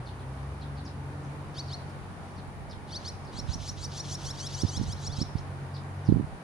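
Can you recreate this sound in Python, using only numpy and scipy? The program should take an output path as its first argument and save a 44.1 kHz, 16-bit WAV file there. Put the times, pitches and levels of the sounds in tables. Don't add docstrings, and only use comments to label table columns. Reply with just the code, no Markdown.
import sys
import numpy as np
from scipy import signal
from scipy.io import wavfile
from scipy.ndimage import uniform_filter1d

SR = 44100
rng = np.random.default_rng(int(sys.argv[2]) if len(sys.argv) > 2 else 0)


def to_wav(sig):
    pcm = np.clip(np.atleast_2d(sig), -1, 1) * 32767
    pcm = np.round(pcm).astype(np.int16)
    wavfile.write(sys.argv[1], SR, pcm.T)


def voltage_ratio(level):
    return 10 ** (np.asarray(level, float) / 20)


N = 283563
T = np.arange(N) / SR


def rms_one(x):
    return x / np.sqrt(np.mean(x ** 2) + 1e-20)


def in_time(rows, silent_db=None):
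    s, *columns = np.transpose(rows)
    return [np.interp(T, s, column, silent_db, silent_db) for column in columns]


def at_hz(points, hz):
    point_hz, value = np.array(points).T
    return np.interp(np.log(hz), np.log(point_hz), value)


def drift(rate_hz, size=N):
    r = np.exp(-2 * np.pi * rate_hz / SR)
    run_in = int(SR / rate_hz / 2)
    white = rng.standard_normal(size)
    white = np.r_[white[-run_in:], white]
    return rms_one(signal.lfilter([1], [1, -2 * r, r * r], white)[-size:])


def band(x, low_hz, high_hz):
    edges_hz = [low_hz, min(high_hz, .45 * SR)]
    return signal.sosfilt(signal.butter(2, edges_hz, "band", fs=SR, output="sos"), x)


def phase_of(hz):
    return 2 * np.pi * np.cumsum(hz) / SR


def outdoors():
    # (frequency [Hz], spectral density [dB per Hz])
    traffic_spectrum = [(150, -6), (230, -11.5), (500, -16.5), (850, -14.5), (1940, -24.5), (3000, -33.5),
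                        (4400, -36), (7500, -43.5), (10800, -48), (13500, -52.5), (15400, -49)]
    # (frequency [Hz], left-right correlation [-1 to 1])
    port_likeness = [(130, 1), (290, 0.96), (640, 0.66), (1410, 0.0078), (6800, 0.026), (15000, 0.17)]
    out, together = 0, drift(1.5)
    third_octaves_hz = 150 * 2 ** np.arange(0, 6.9, 1 / 3)
    white = rng.standard_normal((2, 2, N))
    for k, (low_hz, high_hz) in enumerate(zip(third_octaves_hz, third_octaves_hz[1:])):
        mid, side = band(white[k % 2], low_hz, high_hz)
        hz = np.sqrt(low_hz * high_hz)
        alike = np.clip(at_hz(port_likeness, hz), -1, 1)
        gain = voltage_ratio(at_hz(traffic_spectrum, hz) + .5 * together + 0.58 * drift(4.2))
        out = out + gain * (np.sqrt(1 + alike) * mid + np.sqrt(1 - alike) * side * [[1], [-1]])
    return voltage_ratio(-48.5 + 3.5) * rms_one(out)


def insects():
    low_hz, high_hz = 8700, 10140
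    hiss = band(band(rng.standard_normal((2, N)), low_hz, high_hz), low_hz, high_hz)
    return voltage_ratio(-68 + 0.52 * drift(17)) * rms_one(hiss)


def machine():
    # (time [s], second order [dB], third order [dB])
    hum_levels = [(0.0, -66, -34.5), (0.09, -43, -94), (0.62, -47, -41), (1.92, -46, -43.5),
                  (2.17, -51, -58.5), (2.35, -46.5, -48), (3.46, -50.5, -54.5), (3.53, -48.5, -44.5),
                  (6.03, -42, -42), (6.12, -37, -30.5), (6.43, -63, -59.5)]
    second_db, third_db = in_time(hum_levels)
    shaft = phase_of(46.65 * (1 + 0.01214 * drift(3.02)))
    hum = voltage_ratio(second_db + 3.1 * drift(8.1)) * np.sin(2 * shaft)
    hum += voltage_ratio(third_db + 2.64 * drift(13.7)) * np.sin(3 * shaft)
    whine_phase = phase_of(793 * (1 + 0.00543 * drift(7.74)))
    whine = voltage_ratio(-65.5 + 3.2 * drift(3.8)) * np.sin(whine_phase)
    return np.sqrt(2) * (hum + whine)


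def vehicle():
    # (time [s], firing rate [Hz], low orders [dB], upper orders [dB])
    pull_away = [
        (0, 61.55, -46, -60.5),
        (.45, 68.27, -42, -57),
        (.7, 69.73, -46, -55.5),
        (1.1, 72.23, -51.5, -51.5),
        (1.6, 77.66, -53, -55),
        (1.9, 74.5, -50, -76),
    ]
    # (order [multiple of firing rate], level [dB])
    exhaust_orders = [(1, 0), (2, 1)], [(4, 0), (5, -12), (6, -8)]
    hz, *levels_db = in_time(pull_away)
    firing = phase_of(hz * (1 + 0.0026 * drift(2.3)))
    exhaust = np.zeros(N)
    for level_db, orders in zip(levels_db, exhaust_orders):
        for order, db in orders:
            exhaust += voltage_ratio(level_db + db + 2.54 * drift(6.7)) * np.sin(order * firing)
    return np.sqrt(2) * exhaust * (T < pull_away[-1][0])


def wind():
    # (time [s], left [dB], right [dB])
    port_wind = [(0.0, -50, -53), (0.75, -54, -51.5), (2.38, -46, -48.5), (2.81, -52, -42),
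                 (3.19, -48, -48), (3.46, -56, -35.5), (4.57, -41.5, -47.5), (4.84, -41, -36.5),
                 (6.18, -57, -55), (6.34, -39, -37), (6.43, -73, -78)]
    ports = []
    for db in in_time(port_wind):
        lumpy_gain = voltage_ratio(db + 3.5 * drift(31))
        ports.append(lumpy_gain * rms_one(band(rng.standard_normal(N), 30.5, 118)))
    return np.array(ports)


def far_birds():
    # (time [s], level [dB], start pitch [Hz], end pitch [Hz], length [s])
    far_chirps = [(0.055, -58, 5070, 3180, 0.048), (0.193, -64, 4000, 3270, 0.021),
                  (0.607, -58, 5040, 3330, 0.041), (0.75, -65, 5350, 3380, .06),
                  (0.847, -57.5, 6270, 3547, 0.038), (1.23, -71.5, 7525, 4570, 0.035),
                  (1.54, -66, 6026, 4470, .018), (1.667, -56.5, 5300, 3820, 0.05),
                  (2.362, -61.5, 5370, 3380, 0.043), (2.696, -56.5, 5450, 3400, 0.048),
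                  (3.258, -61.5, 4800, 4220, 0.03), (5.244, -59, 4630, 3470, 0.025),
                  (5.739, -58, 5030, 3510, 0.045), (6.043, -63.5, 5960, 3110, 0.079)]
    out = np.zeros(N)
    for s, db, from_hz, to_hz, length in far_chirps:
        u = np.arange(round(length * SR)) / (length * SR)
        size = len(u)
        hz = from_hz + (to_hz - from_hz) * u + 150 * drift(80, size=size)
        phase = phase_of(hz)
        blur = drift(450, size=size) * np.sin(phase) + drift(450, size=size) * np.cos(phase)
        swell = np.sin(np.pi * u) ** 0.46 * voltage_ratio(2.4 * drift(90, size=size))
        at = round(s * SR)
        out[at:at + size] += voltage_ratio(db) * swell * blur
    return out


def echoes(x, t60, wet_db):
    t = np.arange(round(.35 * SR)) / SR
    tail = rng.standard_normal((2, len(t))) * voltage_ratio(-60 * t / t60) * np.clip(t / 0.015, 0, 1)
    tail = band(tail, 1300, 16800)
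    tail /= np.sqrt(np.sum(tail ** 2, axis=1, keepdims=True))
    blurred = x * (.35 + .94 * drift(300))
    return voltage_ratio(wet_db) * signal.fftconvolve(blurred[None], tail, axes=1)[:, :N]


def calls():
    # (time [s], upper voice [Hz], lower voice [Hz], upper [dB], lower [dB])
    even = [(-.046, 4310, 2960, -1.5, -14), (-.03, 4590, 3286, -4, -15), (-.012, 5420, 4030, 1, -2.5),
            (-.003, 6060, 4466, -1.5, -2), (0, 5990, 4470, -8.5, -2), (.01, 5930, 4440, -34, -8)]
    late = [(-.068, 4000, 3250, -24.5, -20), (-.036, 4000, 3320, -17.5, -11.5),
            (-.025, 4297, 3404, -11.5, -9), (-.012, 4930, 3530, -6.5, -5), (-.004, 5550, 4020, -3, 0.5),
            (0, 5700, 4170, 0.5, 1), (.008, 5765, 4370, -12, 6)]
    drawn = [(-.075, 3750, 2850, -12, -14), (-.06, 4000, 2950, -18, -11), (-.045, 4310, 3020, -16, -7),
             (-.014, 4894, 3420, -11, -1), (-.005, 5480, 3980, -5, 3), (0, 5633, 4170, 0.5, 1.5),
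             (.007, 5260, 4140, -22, -1)]
    short = [(-.04, 4450, 3310, -12, -8), (-.02, 4880, 3506, -12, -4.5), (-.008, 5470, 4220, -4, 1),
             (0, 6000, 4650, 1, 1), (.009, 5650, 4507, -17, 1)]
    # (time of top [s], stretch of rise [ratio], top pitch [Hz], upper [dB], lower [dB])
    even_calls = [(1.605, 0.98, 6000, -44.5, -39.5), (1.746, 0.93, 5840, -46, -39.5),
                  (2.971, 1.01, 6020, -42, -38.5), (3.095, 1.06, 5710, -40.5, -45)]
    late_calls = [(3.399, 1.08, 5590, -37, -50), (3.544, 0.9, 5660, -37, -53),
                  (3.697, 0.85, 5710, -35.5, -51), (3.852, 1.1, 5720, -38, -52),
                  (4.007, 1.01, 5740, -37, -48.5), (5.077, 1, 5590, -37, -49.5),
                  (5.223, 0.93, 5550, -34.5, -49.5)]
    drawn_calls = [(4.154, 0.98, 5650, -37.5, -53), (4.313, 0.86, 5660, -36.5, -48.5),
                   (4.474, 1.24, 5580, -37, -48.5), (4.622, 0.75, 5720, -33, -48.5),
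                   (4.777, 1.03, 5610, -37.5, -47.5), (4.932, 0.89, 5550, -39.5, -50.5)]
    short_calls = [(1.902, 0.46, 5570, -63, -76), (2.928, 0.88, 6000, -48.5, -51.5),
                   (3.061, 0.55, 6030, -48, -50), (3.255, 0.53, 5550, -59, -72),
                   (3.86, 0.87, 6120, -50, -51), (3.982, 0.9, 5980, -44, -53),
                   (4.123, 0.66, 5930, -41, -48), (4.267, .85, 5920, -41.5, -50),
                   (4.411, 1.06, 6020, -40.5, -50), (4.552, 0.98, 6020, -39, -49),
                   (4.697, 1, 6100, -38.5, -49), (4.838, 0.67, 5800, -48, -54),
                   (4.977, 0.82, 5450, -70, -58), (5.136, 1.2, 6010, -49, -48),
                   (5.173, 0.87, 5380, -46, -58), (5.388, 0.49, 5600, -50.5, -62)]
    for pattern, rows in [(even, even_calls), (late, late_calls), (drawn, drawn_calls), (short, short_calls)]:
        s, up_hz, low_hz, up_db, low_db = np.transpose(pattern)
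        for top_s, stretch, top_hz, own_up_db, own_low_db in rows:
            shift = top_hz / up_hz[-2]
            call_s = top_s + s * np.where(s < 0, stretch, 1)
            voices = call_s, up_hz * shift, low_hz * shift, up_db + own_up_db, low_db + own_low_db
            yield voices, pattern is short


def whistles():
    # (times upper [count], times lower [count], level [dB])
    mixed_tones = [(2, -1, -8), (3, -2, -13), (4, -3, -17), (0, 2, -6), (1, 1, -7), (2, 0, -8), (2, 1, -16)]
    # (time [s], level of the mixed tones [dB])
    brood_effort = [(1.5, -11), (3.0, -11), (3.6, -7), (4.3, -3), (4.75, -2), (4.9, -6), (5.1, -6),
                    (5.4, -12)]
    out, effort_db = np.zeros(N), in_time(brood_effort)[0]
    for (s, *columns), is_short in calls():
        t = np.arange(s[0] - .003, s[-1] + 0.00047, 1 / SR)
        size, at = len(t), round(t[0] * SR)
        columns[2:] = voltage_ratio(np.array(columns[2:]))
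        up_hz, low_hz, up_gain, low_gain = [
            uniform_filter1d(np.interp(t, s, column), SR // 250, mode="nearest") for column in columns]
        wobble = 1 + 0.0093 * drift(360, size=size)
        up, low = phase_of(up_hz * wobble), phase_of(low_hz * wobble)
        sound = up_gain * voltage_ratio(0.98 * drift(53, size=size)) * np.sin(up)
        sound += low_gain * voltage_ratio(1.2 * drift(63, size=size)) * np.sin(low)
        swell_db = np.clip(10 * np.log10(up_gain * low_gain) + 56, -12, 0) / 2
        mixed_db = -47.5 + swell_db + effort_db[at]
        mixed_db += np.interp(t, [s[0], s[1], s[-3], s[-2]], [-15, -2, 0, -7])
        mixed_db -= 7.2 * is_short
        own_levels_db = rng.normal(0, 2.5, len(mixed_tones))
        for (m, n, db), own_db in zip(mixed_tones, own_levels_db):
            hz = m * up_hz + n * low_hz
            throat_db = 6.6 * np.exp(-((hz - 6250) / 600) ** 2)
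            tone_gain = voltage_ratio(mixed_db + db + own_db + throat_db + 2 * drift(84, size=size))
            sound += tone_gain * np.sin(m * up + n * low)
        edge = np.clip(np.minimum((t - t[0]) / .012, (t[-1] - t) / .003), 0, 1)
        out[at:at + size] += np.sqrt(2) * sound * edge * voltage_ratio(0.36 * drift(110, size=size))
    return out


def rasp():
    # (start [s], end [s], level [dB])
    hoarse_breaths = [(1.546, 1.61, -55), (1.648, 1.747, -61), (2.875, 2.98, -57), (3.009, 3.094, -54),
                      (3.113, 3.136, -71), (3.325, 3.43, -53), (3.474, 3.575, -48), (3.592, 3.733, -47.5),
                      (3.768, 3.875, -48.5), (3.905, 4.018, -47), (4.034, 4.17, -46.5), (4.184, 4.309, -46),
                      (4.328, 4.467, -48.5), (4.463, 4.656, -47), (4.62, 4.793, -49.5), (4.778, 4.945, -51),
                      (4.978, 5.103, -49), (5.13, 5.248, -50), (5.35, 5.433, -59)]
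    # (frequency [Hz], width [Hz], level [dB])
    beak_resonances = [(4000, 2200, 2.5), (5650, 580, -6), (6460, 870, -5), (8900, 2800, -11.5),
                       (13800, 1800, -24)]
    clicks = (rng.random(N) < 9000 / SR) * rng.standard_normal(N)
    resonances = []
    for hz, width_hz, db in beak_resonances:
        ringing = band(band(clicks, hz - width_hz / 2, hz + width_hz / 2), hz - width_hz, hz + width_hz)
        resonances.append(voltage_ratio(db + 1.6 * drift(30)) * rms_one(ringing))
    low, *high = resonances
    shut, wide = np.zeros((2, N))
    for start, end, db in hoarse_breaths:
        u = (T - start) / (end - start)
        shut_gain = voltage_ratio(db - 5.0 - .25 * (db + 53))
        wide_gain = voltage_ratio(db - 3.0 + .4 * (db + 53))
        shut += shut_gain * np.interp(u, [-.15, .15, .5, 1.05], [0, .9, .8, 0])
        wide += wide_gain * np.interp(u, [-.15, .2, .7, .88, 1.08], [0, .5, 1, .45, 0])
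    return low * shut + sum(high) * wide


def gusts():
    # (time [s], peak [dB], frequency [Hz])
    eddies = [(3.389, -22.5, 167), (3.558, -22, 138), (4.637, -13, 244), (4.65, -14.5, 161),
              (4.776, -20.5, 165), (4.798, -17.5, 161), (4.815, -14, 196), (4.837, -20.5, 156),
              (5.187, -23, 170), (5.204, -29, 236), (5.217, -14, 199), (5.231, -20.5, 194),
              (5.355, -17.5, 161), (6.09, -8.5, 204), (6.098, -6.5, 203), (6.11, -22, 160),
              (6.125, -4, 240), (6.142, -13.5, 146), (6.16, -11, 178), (6.17, -14.5, 229),
              (6.184, -17.5, 194), (6.198, -11.5, 217), (6.21, -21, 263), (6.228, -26, 200),
              (6.245, -23, 164)]
    out = np.zeros((2, N))
    for s, db, hz in eddies:
        phase = rng.uniform(0, 2 * np.pi)
        cycles = np.arange(-700, 700) * hz / SR
        swing = np.sin(2 * np.pi * cycles + phase) * np.exp(-np.abs(cycles / 0.42) ** 1.35)
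        swing += 0.66 * np.sin(1.1 * np.pi * cycles + 2 * phase) * np.exp(-(cycles / 0.91) ** 2)
        at = round(s * SR) - 700
        out[:, at:at + len(swing)] += voltage_ratio(db + np.array([[-22.0], [1.5]])) * swing
    return out


def ticks():
    # (time [s], peak [dB])
    claw_ticks = [
        (3.492, -41),
        (3.627, -43),
        (3.676, -37),
    ]
    clicks = np.zeros(N)
    for s, db in claw_ticks:
        at = round(s * SR)
        clicks[at:at + 130] = voltage_ratio(db) * rng.standard_normal(130) * np.hanning(130)
    return band(clicks, 750, 3270)


def scene():
    motors = (machine() + vehicle()) * voltage_ratio(np.array([[.25], [-.25]]))
    background = outdoors() + insects() + motors + wind() + gusts()
    far = far_birds()
    brood = whistles() + rasp() + ticks()
    near = np.array([np.roll(brood, 1) * voltage_ratio(1.5), brood * voltage_ratio(0.24)])
    birds = near + echoes(brood, t60=0.5, wet_db=-12.5) + 1.44 * far + echoes(far, t60=0.22, wet_db=1.5)
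    return background + birds


def top_cut(x):
    return signal.sosfilt(signal.butter(12, 15590, fs=SR, output="sos"), x)


def record(dry):
    x = signal.sosfilt(signal.butter(3, 40, "high", fs=SR, output="sos"), dry)
    x = 1.4 * np.tanh(x / 1.4)
    gap = signal.ellip(8, .3, 70, (11050, 12950), "bandstop", fs=SR, output="sos")
    return top_cut(signal.sosfilt(gap, x))


dry = scene()
out = record(dry)
to_wav(out)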